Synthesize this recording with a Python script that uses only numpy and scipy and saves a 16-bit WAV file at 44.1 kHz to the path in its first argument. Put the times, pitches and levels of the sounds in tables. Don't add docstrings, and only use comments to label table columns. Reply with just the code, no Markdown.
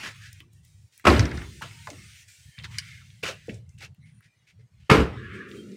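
import sys
import numpy as np
from scipy import signal
from scipy.fft import rfft, irfft, next_fast_len
from scipy.io import wavfile
from scipy.ndimage import uniform_filter1d

SR = 44100
rng = np.random.default_rng(int(sys.argv[2]) if len(sys.argv) > 2 else 0)


def unload_audio(sound):
    columns = np.transpose(np.atleast_2d(sound))
    steps = np.round(np.clip(columns, -1, 1) * 32767)
    wavfile.write(sys.argv[1], SR, steps.astype(np.int16))


def boost(x):
    u = np.asarray(x, float) / 20
    return 10 ** u


N = 254181
T = np.arange(N) / SR
GATE_CLOSE_DB_S = 900


def shape(points, hz):
    f, db = np.transpose(points)
    return np.interp(np.log(hz + 1), np.log(f), db, left=-90, right=-90)


def noise(db_of_hz, count=N):
    size = next_fast_len(count)
    spectrum = rfft(rng.standard_normal(size))
    x = irfft(spectrum * boost(db_of_hz(np.fft.rfftfreq(size, 1 / SR))), size)[:count]
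    return x / x.std()


def band(lo_hz, hi_hz, hz, steep_db=60):
    octaves_out = np.maximum(np.log2(lo_hz / (hz + 1)), np.log2((hz + 1) / hi_hz))
    return -steep_db * np.maximum(0, octaves_out)


def walk(rate_hz):
    k = int(SR / rate_hz)
    held = np.repeat(rng.standard_normal(N // k + 1), k)
    return 1.2 * uniform_filter1d(uniform_filter1d(held, k), k)[:N]


def decay(t, t60):
    return boost(-60 * t / max(t60, .004))


def struck(t, hz, t60):
    return np.sin(2 * np.pi * hz * t) * decay(t, t60)


def opened(t, s, length, db, sag_db, close_db):
    outside = np.maximum(t - s - length, 0) + 3.1 * np.maximum(s - t, 0)
    return boost(db - sag_db * np.clip(t - s, 0, length) - close_db * outside)


def add(out, s, x):
    i = int(max(s, 0) * SR)
    out[i:i + len(x)] += x[:N - i]


def rustle():
    # t/s, length/s, f/Hz, width/Hz, level/dB
    rustles = [(-0.1, .09, 2650, 1100, -39), (.02, 0.085, 1650, 370, -44), (0, 0.132, 600, 690, -57),
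               (.19, 0.095, 1700, 350, -53), (.39, .06, 1120, 300, -65), (1.88, 0.23, 2100, 301, -60),
               (2.4, 0.43, 1780, 140, -64.5), (2.82, 0.22, 2150, 250, -52), (2.5, 0.2, 3110, 110, -57),
               (2.85, 0.19, 1700, 150, -65), (2.58, .2, 950, 200, -62.5), (2.0, .2, 2620, 200, -63),
               (2, .25, 3320, 240, -63), (2.5, .2, 2200, 270, -64), (3.225, 0.076, 1400, 540, -37.5),
               (3.23, .09, 750, 370, -45), (3, .05, 1370, 350, -56), (4, 0.13, 2100, 330, -63),
               (4, .05, 4030, 500, -72), (3.5, 0.072, 520, 200, -58), (4, 0.3, 9400, 600, -73.5),
               (5.12, .45, 1680, 260, -47.5), (5, 0.57, 1410, 210, -55), (5, .1, 2800, 100, -56),
               (5.13, .1, 3630, 500, -60), (5.3, 0.13, 2500, 150, -60), (5.3, 0.11, 3500, 300, -62),
               (5.555, 0.09, 3170, 40, -58), (5.5, .25, 1400, 230, -64.5)]
    out, t = np.zeros(N), T[:SR // 2]
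    for s, length, hz, width_hz, db in rustles:
        swell = np.sin(np.pi * np.clip(t / length, 0, 1)) * boost(2.5 * walk(30.8)[:len(t)])
        hum = noise(lambda f: -30 * np.log10(1 + (2 * (f - hz) / width_hz) ** 2), count=len(t))
        add(out, s, boost(db) * swell * hum)
    return out


def rumble():
    # f/Hz, level/dB per Hz
    bass_spectrum = [(15, -64), (25, -32), (38, -17), (97, 2.5), (119, 3), (149, -1.5), (194, -11.5),
                     (260, -31.5), (340, -56.5), (570, -120)]
    drone_spectrum = [(120, -30.5), (200, 6), (243, -3), (399, -1), (424, -3.5), (615, -25), (750, -47),
                      (980, -73.5), (1650, -120)]
    # t/s, length/s, level/dB, sag/dB/s, upper half over lower/dB
    bass_openings = [(0, 0.86, -50, 6, -10.5), (0.936, 0.12, -76, -36, -3), (1.172, 0.059, -22.5, 30, -12),
                     (1.245, 0.28, -35.5, 31, -0.5), (1.557, 0.52, -48, -2.5, 2.5),
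                     (2.085, 0.24, -54, 47, -13.5), (2.389, 0.029, -54, 5, -16),
                     (2.455, 0.037, -47.5, 62, -14.5), (2.585, 0.68, -40.5, 18.5, 1),
                     (3.234, 0.23, -46, 12, -0.5), (3.487, 0.23, -39, 53, -8),
                     (3.737, 0.19, -49, -12.5, 1.5), (3.985, 0.21, -52.5, 14, 18.5),
                     (4.253, 0.03, -59.5, -30.5, 18.5), (4.363, 0.13, -71, -27, 8),
                     (4.53, 0.13, -53, -6, 1), (4.706, 0.14, -56, -45.5, -5), (4.947, 0.18, -31, 22, -4),
                     (5.13, 0.25, -40.5, 12, -12.5), (5.418, 0.29, -50, 2, 3)]
    # t/s, length/s, level/dB, sag/dB/s
    drone_openings = [
        (0, 0.042, -53, 87),
        (1.153, 0.6, -38.5, 47),
        (1.903, 0.15, -55, 96.5),
        (2.633, 0.16, -73, 21.5),
        (3.244, 0.35, -78.5, -5),
        (3.799, 0.091, -61.5, 27),
        (5.004, .8, -43.5, -3),
    ]
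    bass = noise(lambda f: shape(bass_spectrum, f)) * boost(0.95 * walk(25))
    split = signal.butter(2, 115, fs=SR, output="sos")
    low = signal.sosfiltfilt(split, bass)
    t = T[::64]

    def bass_gain(side):
        gain = boost(-78)
        for *opening, upper_db in bass_openings:
            gain = gain + boost(side * upper_db / 2) * opened(t, *opening, GATE_CLOSE_DB_S)
        return np.interp(T, t, gain)

    drone_gain = boost(-87) + sum(opened(t, *row, GATE_CLOSE_DB_S) for row in drone_openings)
    drone = noise(lambda f: shape(drone_spectrum, f)) * boost(2.0 * walk(20))
    return bass_gain(-0.8) * low + bass_gain(1) * (bass - low) + np.interp(T, t, drone_gain) * drone


def hiss():
    # f/Hz, level/dB per Hz
    air_spectrum = [(880, -37), (1500, -11.5), (2110, -3.5), (4800, -8), (5640, -6.5), (9310, -9.5),
                    (11400, -23), (15100, -18), (16000, -28), (16500, -48)]
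    # t/s, length/s, level/dB, sag/dB/s, tilt/dB/octave
    hiss_openings = [(0, 0.12, -31, 60, -4.5), (0.155, .25, -42.5, 19, -3.5),
                     (0.532, 0.059, -65.5, 30, 5.5), (0.643, 0.24, -58, 31, 3),
                     (0.931, 0.079, -52.5, 18, 1), (1.121, 0.34, -19.5, 84.5, -11.5),
                     (1.345, 0.88, -41.5, 0, -1.5), (2.286, .27, -43.5, 30.5, 0.4),
                     (2.578, 0.3, -45.5, 9, -4.5), (2.719, 0.3, -40.5, 11.5, -4.5),
                     (3.046, 0.17, -50.5, 13, -1.5), (3.3, 0.27, -42, 37.5, -5), (3.46, .04, -65, 12, 3.5),
                     (3.542, 0.021, -62, 14, 4), (3.696, 0.057, -70.5, 11.5, 4.5),
                     (4.094, 0.365, -69, 10, -6.5), (4.729, 0.19, -70, -14, -5),
                     (4.976, 0.58, -37, 16, -11.5), (5.21, 0.12, -67, -84, -22),
                     (5.345, 0.22, -51.5, 65, -22), (5.342, 0.03, -57.5, 30, 3),
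                     (5.49, 0.076, -57.5, -3, 3.5), (5.566, .2, -50, 0, -2)]
    # t/s, lowest f/Hz, hold/s, closing/s
    edge_dips = [
        (0, 686, 0.024, .3),
        (1.053, 510, 0.39, 0.11),
        (1.606, 1230, .15, 0.15),
        (1.88, 990, 0.02, 0.31),
        (2.583, 770, 0.07, 0.33),
        (4.894, 520, 0.25, 0.056),
        (5.144, 1113, 0.3, 0.58),
    ]
    rest_hz = 1428
    hz, frames, cells = signal.stft(noise(lambda f: 0 * f), SR, nperseg=1024)
    octaves = np.log2(np.clip(hz, 1500, 7500) / 3200)[:, None]
    octaves = octaves + 0.73 * np.clip(octaves - .2, 0, .6)
    gain = boost(-70.5)
    for *opening, tilt_db in hiss_openings:
        gain = gain + boost(tilt_db * octaves) * opened(frames, *opening, 351)
    edges_hz = []
    for s, low_hz, hold, closing in edge_dips:
        closing_hz = np.interp(frames, [s + hold, s + hold + closing], [low_hz, rest_hz])
        edges_hz.append(np.where(frames < s, rest_hz, closing_hz))
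    edge_hz = np.min(edges_hz, axis=0)
    db = shape(air_spectrum, np.maximum(hz, 1600))[:, None]
    db = db - 130 * np.maximum(np.log2(edge_hz / (hz[:, None] + 1)), 0)
    streaks = uniform_filter1d(rng.standard_normal(cells.shape), size=7, axis=1)
    streaks = uniform_filter1d(streaks, size=3, axis=0)
    streak_db = np.clip(-.2 * (20 * np.log10(gain) + 36) - 1.2 * octaves, 3, 7)
    cells = cells * gain * boost(db + streaks / streaks.std() * streak_db)
    return signal.istft(cells, SR, nperseg=1024)[1][:N]


def residue():
    # f/Hz, level/dB per Hz
    residue_spectrum = [(150, -35), (250, -4), (860, -5.5), (2320, -9.5), (9330, -22.5), (16000, -27.5)]
    return boost(-78.5) * noise(lambda f: shape(residue_spectrum, f))


def scuffs():
    # t/s, level/dB, length/s, t60/s, ring f/Hz
    drags = [(0.02, -36.5, 0.06, 0.13, 1810), (0.2, -49.5, 0.079, 0.13, 1670),
             (1.615, -39, 0.012, 0.28, 2970), (2.636, -43, 0.015, 0.074, 3570),
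             (2.731, -56, 0.058, 0.092, 2000), (2.825, -53.5, 0.13, 0.4, 2160),
             (3.226, -32, 0.021, 0.103, 2400), (3.245, -31.5, 0.045, 0.17, 2730),
             (3.488, -50, 0.011, 0.23, 2340), (3.775, -56.5, 0.041, .1, 2660),
             (3.8, -46, 0.035, 0.031, 2190), (3.815, -44, 0.036, 0.08, 2640),
             (4.046, -65.5, 0.045, 0.16, 2500), (4.215, -62, 0.051, 0.086, 1950),
             (4.463, -59, 0.044, 0.076, 2344), (4.588, -69, 0.028, 0.049, 2020),
             (4.771, -69, 0.14, 0.11, 2840)]
    # f/Hz, level/dB per Hz
    grit_spectrum = [(120, -12.5), (200, -5.5), (373, -10.5), (548, -15.5), (836, -17), (1370, -5.5),
                     (2130, -8.5), (2700, -10.5), (5040, -13.5), (6520, -17), (16000, -38.5)]
    out, t = np.zeros(N), T[:SR // 2]
    for s, level_db, length, t60, hz in drags:
        low_db = np.clip(5 * (level_db + 42.0), -30, 0)

        def colour(f):
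            sole_db = 8 * np.exp(-(np.log2((f + 1) / hz) / 0.19) ** 2)
            return shape(grit_spectrum, f) + sole_db + low_db * np.clip(1.2 * np.log2(1750 / (f + 1)), 0, 1)

        grit = noise(colour, count=len(t)) * boost(1.8 * walk(300)[:len(t)])
        swell = np.minimum(t / (0.26 * length), 1) ** 2
        add(out, s, boost(level_db) * grit * swell * decay(np.maximum(t - length, 0), t60))
    return out


def clicks(rows):
    out, t = np.zeros(N), T[:SR // 5]
    for s, peak_db, hz, top_db in rows:
        t60 = 0.036 * (hz / 2500) ** -.45
        body = 0.23 * struck(t, hz, t60) + 0.27 * struck(t, 0.87 * hz, t60) + 0.094 * struck(t, 1.0 * hz, t60)
        spike = noise(lambda f: band(hz / 1.4, hz * 1.1, f, 29), count=len(t))
        spike = spike * (decay(t, 0.013) + 0.33 * decay(t, t60))
        snap = noise(lambda f: band(8200, 22000, f, 34), count=len(t)) * decay(t, 0.099 * t60)
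        add(out, s, boost(peak_db) * (body + .6 * spike + boost(top_db) * snap) * np.minimum(t / 0.00065, 1))
    return signal.sosfilt(signal.butter(4, 1150, "high", fs=SR, output="sos"), out)


def ticks():
    # t/s, peak/dB, ring f/Hz, snap/dB
    tick_rows = [(0.3292, -40, 7100, 10), (0.4036, -35.5, 3035, -5), (0.65, -58.5, 5170, 18),
                 (0.9775, -49.5, 7230, 18.5), (0.9964, -44.5, 1990, 6), (0.533, -56, 7050, 12),
                 (1.205, -26, 4520, -25), (1.3168, -25.5, 2130, -25), (1.3734, -34, 4890, -25),
                 (1.377, -30, 1700, -28), (1.4177, -29.5, 2160, -8.5), (1.6212, -25, 1520, -8.5),
                 (1.711, -37, 2200, -25), (1.8722, -29.5, 1990, -17), (1.871, -37, 5500, -12),
                 (1.902, -33, 2500, -5), (1.9018, -29.5, 6000, -12.5), (2.581, -34, 2300, -34.5),
                 (2.5872, -31.5, 3530, -36), (2.6245, -42.5, 4300, -33), (2.597, -35.5, 2700, -30),
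                 (2.6365, -36, 4500, -8), (2.6426, -28, 2060, -42), (2.643, -31.5, 4960, -20),
                 (2.6488, -29, 4380, -20), (2.6537, -32, 1840, -30.5), (2.7446, -35, 2330, -21),
                 (3.1028, -42.5, 3250, -35), (3.236, -19.5, 2610, -8), (3.286, -26, 2400, -13),
                 (3.472, -52, 6500, 2.5), (3.4942, -27, 2210, -19), (3.543, -42, 7340, -14),
                 (3.692, -50, 7290, -14), (3.778, -52.5, 3000, -3), (3.7853, -47.5, 7400, -6),
                 (3.947, -59.5, 2696, 8.5), (4.2065, -53, 1850, 4.5), (5.514, -38, 3303, -20),
                 (5.718, -46, 5250, -20)]
    return clicks(tick_rows)


def knocks():
    # t/s, peak/dB, ring f/Hz, t60/s
    knock_rows = [(0.403, -48, 308.4, 0.54), (1.611, -30, 900, 0.27), (1.643, -32.5, 614, 0.1),
                  (1.871, -19, 994, 0.045), (1.878, -31.5, 700, 0.23), (1.891, -33, 603, 0.24),
                  (1.914, -35, 288, 0.34), (2.599, -55.5, 510, 0.45), (2.638, -49, 1028, 0.22),
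                  (3.232, -19, 470, 0.12), (3.286, -20.5, 537, 0.18), (3.482, -23.5, 463, 0.27),
                  (3.492, -22.5, 207, 0.21), (3.812, -42.5, 790, 0.26), (3.83, -45, 524, 0.18),
                  (4.589, -56.5, 437, 0.35)]
    out, t = np.zeros(N), T[:SR // 2]
    for s, peak_db, hz, t60 in knock_rows:
        tone = struck(t, hz, 0.32 * t60) if 0.32 * t60 > 0 else 0
        hollow = noise(lambda f: band(hz / 1.31, hz * 1.16, f, 30), count=len(t)) * decay(t, t60)
        add(out, s, boost(peak_db - 5.0) * (tone + 0.34 * hollow) * np.minimum(t / 0.002, 1))
    return out


def door(blows, panels, shell, fade, mix):
    level_db, panel_db, droop_s = mix
    fade_hz, fade_s = np.transpose(fade)
    out, t = np.zeros(N), T[:SR]
    for s, peak_db, thud_db in blows:
        ring = np.zeros(len(t))
        for hz, db, t60 in panels:
            bass_db = thud_db * np.clip(np.log2(1000 / hz), 0, 1)
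            mode = struck(t, hz, min(t60, 1.3 * (100 / hz) ** 0.56))
            ring += boost(db + panel_db + bass_db) * rng.choice([-1, 1]) * mode
        ring = ring * boost(3.0 * walk(60)[:SR]) * np.minimum(t / 0.0016, 1)
        for hz in 35 * 2 ** np.arange(0, 9, .75):
            bass_db = thud_db * np.clip(np.log2(1000 / hz), 0, 1)
            db = shape(shell, hz) + 10 * np.log10(hz / 300) + bass_db
            grain = noise(lambda f: band(hz / 1.3, hz * 1.3, f) + shape(shell, f) - shape(shell, hz), count=SR)
            t60 = np.interp(np.log(hz), np.log(fade_hz), fade_s)
            crack_and_fade = decay(t, t60) + 2.2 * decay(t, 0.042)
            ring = ring + boost(db) * grain * crack_and_fade * np.minimum(t / (0.77 / hz + 0.003), 1)
        add(out, s, boost(peak_db + level_db) * ring)
    return out * boost(-12 * (np.maximum(T - blows[0][0], 0) / droop_s) ** 3).clip(1e-4)


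def doors():
    # t/s, peak/dB, thud weight/dB
    door_blows = [
        [(1.041, -29.5, -1), (1.051, -5, -4), (1.068, 3.5, -6.5), (1.079, -6.5, 6.5), (1.103, -16, 11.5),
         (1.168, -22, 12.5)],
        [(4.895, -20.5, 8), (4.898, 0, -4), (4.912, -1, 0), (4.946, -12.5, 6.5), (4.999, -15.5, 1.5)],
    ]
    # f/Hz, level/dB, t60/s
    door_panels = [
        [(76, -10, 0.99), (86.94, -7, .6), (322.0, 3.0, 0.046)] + [(116, -6, 0.25), (165.6, -20, 0.58), (250.3, -19.5, 5.0), (357.7, -5.0, 0.27), (474.0, -22.5, 3.0), (678, -16.5, 0.7)] + [(1093, -8.5, 0.1), (1304, -5.5, .1), (2137, -12.5, 0.11), (2400, -12, 0.083), (2708, -13.5, 0.095)],
        [(65.5, -7.5, 1.0), (174.6, -3.0, 0.93), (314, 6.5, 0.094)] + [(298, 4, 0.17), (356.0, -11.0, 0.27), (396, -8, 1.0), (446, -2.5, 1.5), (529.5, -11.5, 1.1), (555, -18.5, 5.0)] + [(900, -13.5, 0.18), (1083, -5, 0.15), (1345, -3, 0.121), (1787, -8.5, 0.1), (2133, -6, 0.078), (2347, -8, 0.07), (2706, -9, 0.07)],
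    ]
    # f/Hz, level/dB per Hz
    door_shells = [
        [(24, -38), (40, -7.5), (103, -7.5), (203, -9), (353, -5), (453, -10.5), (582, -12.5), (785, -14),
         (1090, -15), (2360, -20.5), (9110, -42), (11700, -48.5), (15800, -46.5)],
        [(24, -40.5), (40, -8), (69, -2.5), (133, -6), (303, -8.5), (344, -10), (453, -8.5), (676, -19.5),
         (1200, -16), (1750, -22.5), (2140, -21), (3440, -26), (15800, -53)],
    ]
    # f/Hz, t60/s
    door_fades = [
        [(50, 1.5), (200, 0.83), (800, 0.41), (3000, 0.36), (12000, 0.62)],
        [(50, 1), (200, 0.8), (800, 0.84), (3000, 0.44), (12000, 0.42)],
    ]
    # level/dB, panel level/dB, droop/s
    door_mixes = [
        (-14, -2, 0.55),
        (-11, -6, 0.2),
    ]
    return sum(door(*parts) for parts in zip(door_blows, door_panels, door_shells, door_fades, door_mixes))


def latch():
    # t/s, level/dB, f/Hz, t60/s
    latch_rings = [(1.052, -17, 1269, .12), (1.067, -9.5, 2137, 0.041), (1.067, -11.5, 1093, 0.1),
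                   (1.068, -12, 598, 0.085), (1.072, -12.5, 2506, 0.039), (1.079, -10.5, 1283, 0.069),
                   (1.08, -14.5, 639, 0.058), (1.101, -13.5, 351.4, 0.07), (1.113, -18.5, 675, 0.072),
                   (1.131, -17.5, 330, .1), (1.148, -17, 239.5, 0.072), (4.898, -8.5, 1236, 0.084),
                   (4.898, -11.5, 2596, 0.032), (4.899, -16, 900, 0.063), (4.912, -14.5, 2186, 0.12),
                   (4.912, -13.5, 1253, 0.091), (4.895, -20, 301, 0.038), (4.913, -14, 330, .05),
                   (4.92, -17, 1356, .1), (4.946, -16, 1093, 0.052), (4.947, -16, 2167, .05),
                   (4.998, -15.5, 438, 0.086)]
    out, t = np.zeros(N), T[:SR // 4]
    for s, db, hz, t60 in latch_rings:
        pair = struck(t, hz, t60) + .45 * struck(t, 1.07 * hz, 0.64 * t60)
        add(out, s, boost(db) * pair * np.minimum(t / .0008, 1))
    return out


def thumps():
    # t/s, level/dB, f/Hz, t60/s
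    air_thumps = [
        (4.908, -4.5, 218, 0.065),
        (4.935, -10, 70, .45),
        (1.09, -13, 68, .8),
        (1.18, -15, 105, .2),
    ]
    out, t = np.zeros(N), T[:SR // 2]
    for s, db, hz, t60 in air_thumps:
        add(out, s, boost(db) * struck(t, hz, t60) * np.minimum(t * hz, 1))
    return out


def pane_rattle():
    pane_sides = [
        (1.1947, -17, 6.5, 2000),
        (1.1937, -13.5, 10.5, 5300),
        (1.101, -17.5, 7, 4200),
    ]
    swings_s = (.0608, .0601, .0632)
    strike_counts = (4, 4, 5)
    rows = []
    for (s, db, loss_db, hz), swing, count in zip(pane_sides, swings_s, strike_counts):
        for k in range(count):
            rows.append((s + k * swing, db - k ** 0.94 * loss_db, hz, -28))
    return clicks(rows)


def hinge_squeak():
    # t/s, length/s, f/Hz, level/dB
    squeak = (1.70, .17, 975, -60)
    s, length, hz, db = squeak
    swell = np.sin(np.pi * np.clip((T - s) / length, 0, 1)) * boost(2.6 * walk(40.7))
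    return boost(db) * swell * noise(lambda f: band(hz / 0.993, hz * 0.91, f, 330))


def handle_snap():
    # t/s, peak/dB
    bounces = [
        (2.7845, -13),
        (2.787, -18.5),
        (2.793, -24),
    ]
    # f/Hz, level/dB, t60/s
    handle_parts = [(1800, -8, .025), (2280, -4, .025), (3000, -7, .03), (4200, -2, .014), (4750, 1, .016),
                    (5400, -3, .012), (9800, -9, .012)]
    out, t = np.zeros(N), T[:SR // 5]
    for s, peak_db in bounces:
        ring = np.zeros(len(t))
        for hz, db, t60 in handle_parts:
            ring += boost(db) * struck(t, hz * (1 + 0.026 * rng.standard_normal()), t60)
        crack = noise(lambda f: band(3600, 5100, f, 5) + band(100, 10500, f, 30), count=len(t))
        crack = crack * decay(t, 0.012)
        add(out, s, boost(peak_db - 6) * (ring + 0.6 * crack) * np.minimum(t / 0.00009, 1))
    return signal.sosfilt(signal.butter(8, 1550, "high", fs=SR, output="sos"), out)


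def alley(small):
    t = T[:SR // 2]
    echo = noise(lambda f: band(200, 6700, f, 6), count=len(t)) * decay(t, 0.048) * np.minimum(t / 0.013, 1)
    return boost(-12) * signal.fftconvolve(small, echo / np.sqrt(np.sum(echo ** 2)))[:N]


def scene():
    town = rumble() + hiss() + residue()
    small = scuffs() + ticks() + knocks() + pane_rattle() + hinge_squeak() + handle_snap()
    slams = doors() + latch() + thumps()
    return (slams + rustle() + small + alley(small) + town)[None]


def band_limit(x):
    return signal.sosfilt(signal.butter(12, 16960, fs=SR, output="sos"), x)


def record(dry):
    # low f/Hz, high f/Hz
    mic_hz = (58, 16400)
    heard = signal.sosfilt(signal.butter(2, mic_hz[0], "high", fs=SR, output="sos"), dry)
    heard = signal.sosfilt(signal.ellip(8, .3, 50, mic_hz[1], fs=SR, output="sos"), heard)
    return band_limit(1.117 * np.tanh(heard / 1.295))


dry = scene()
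out = record(dry)
unload_audio(out)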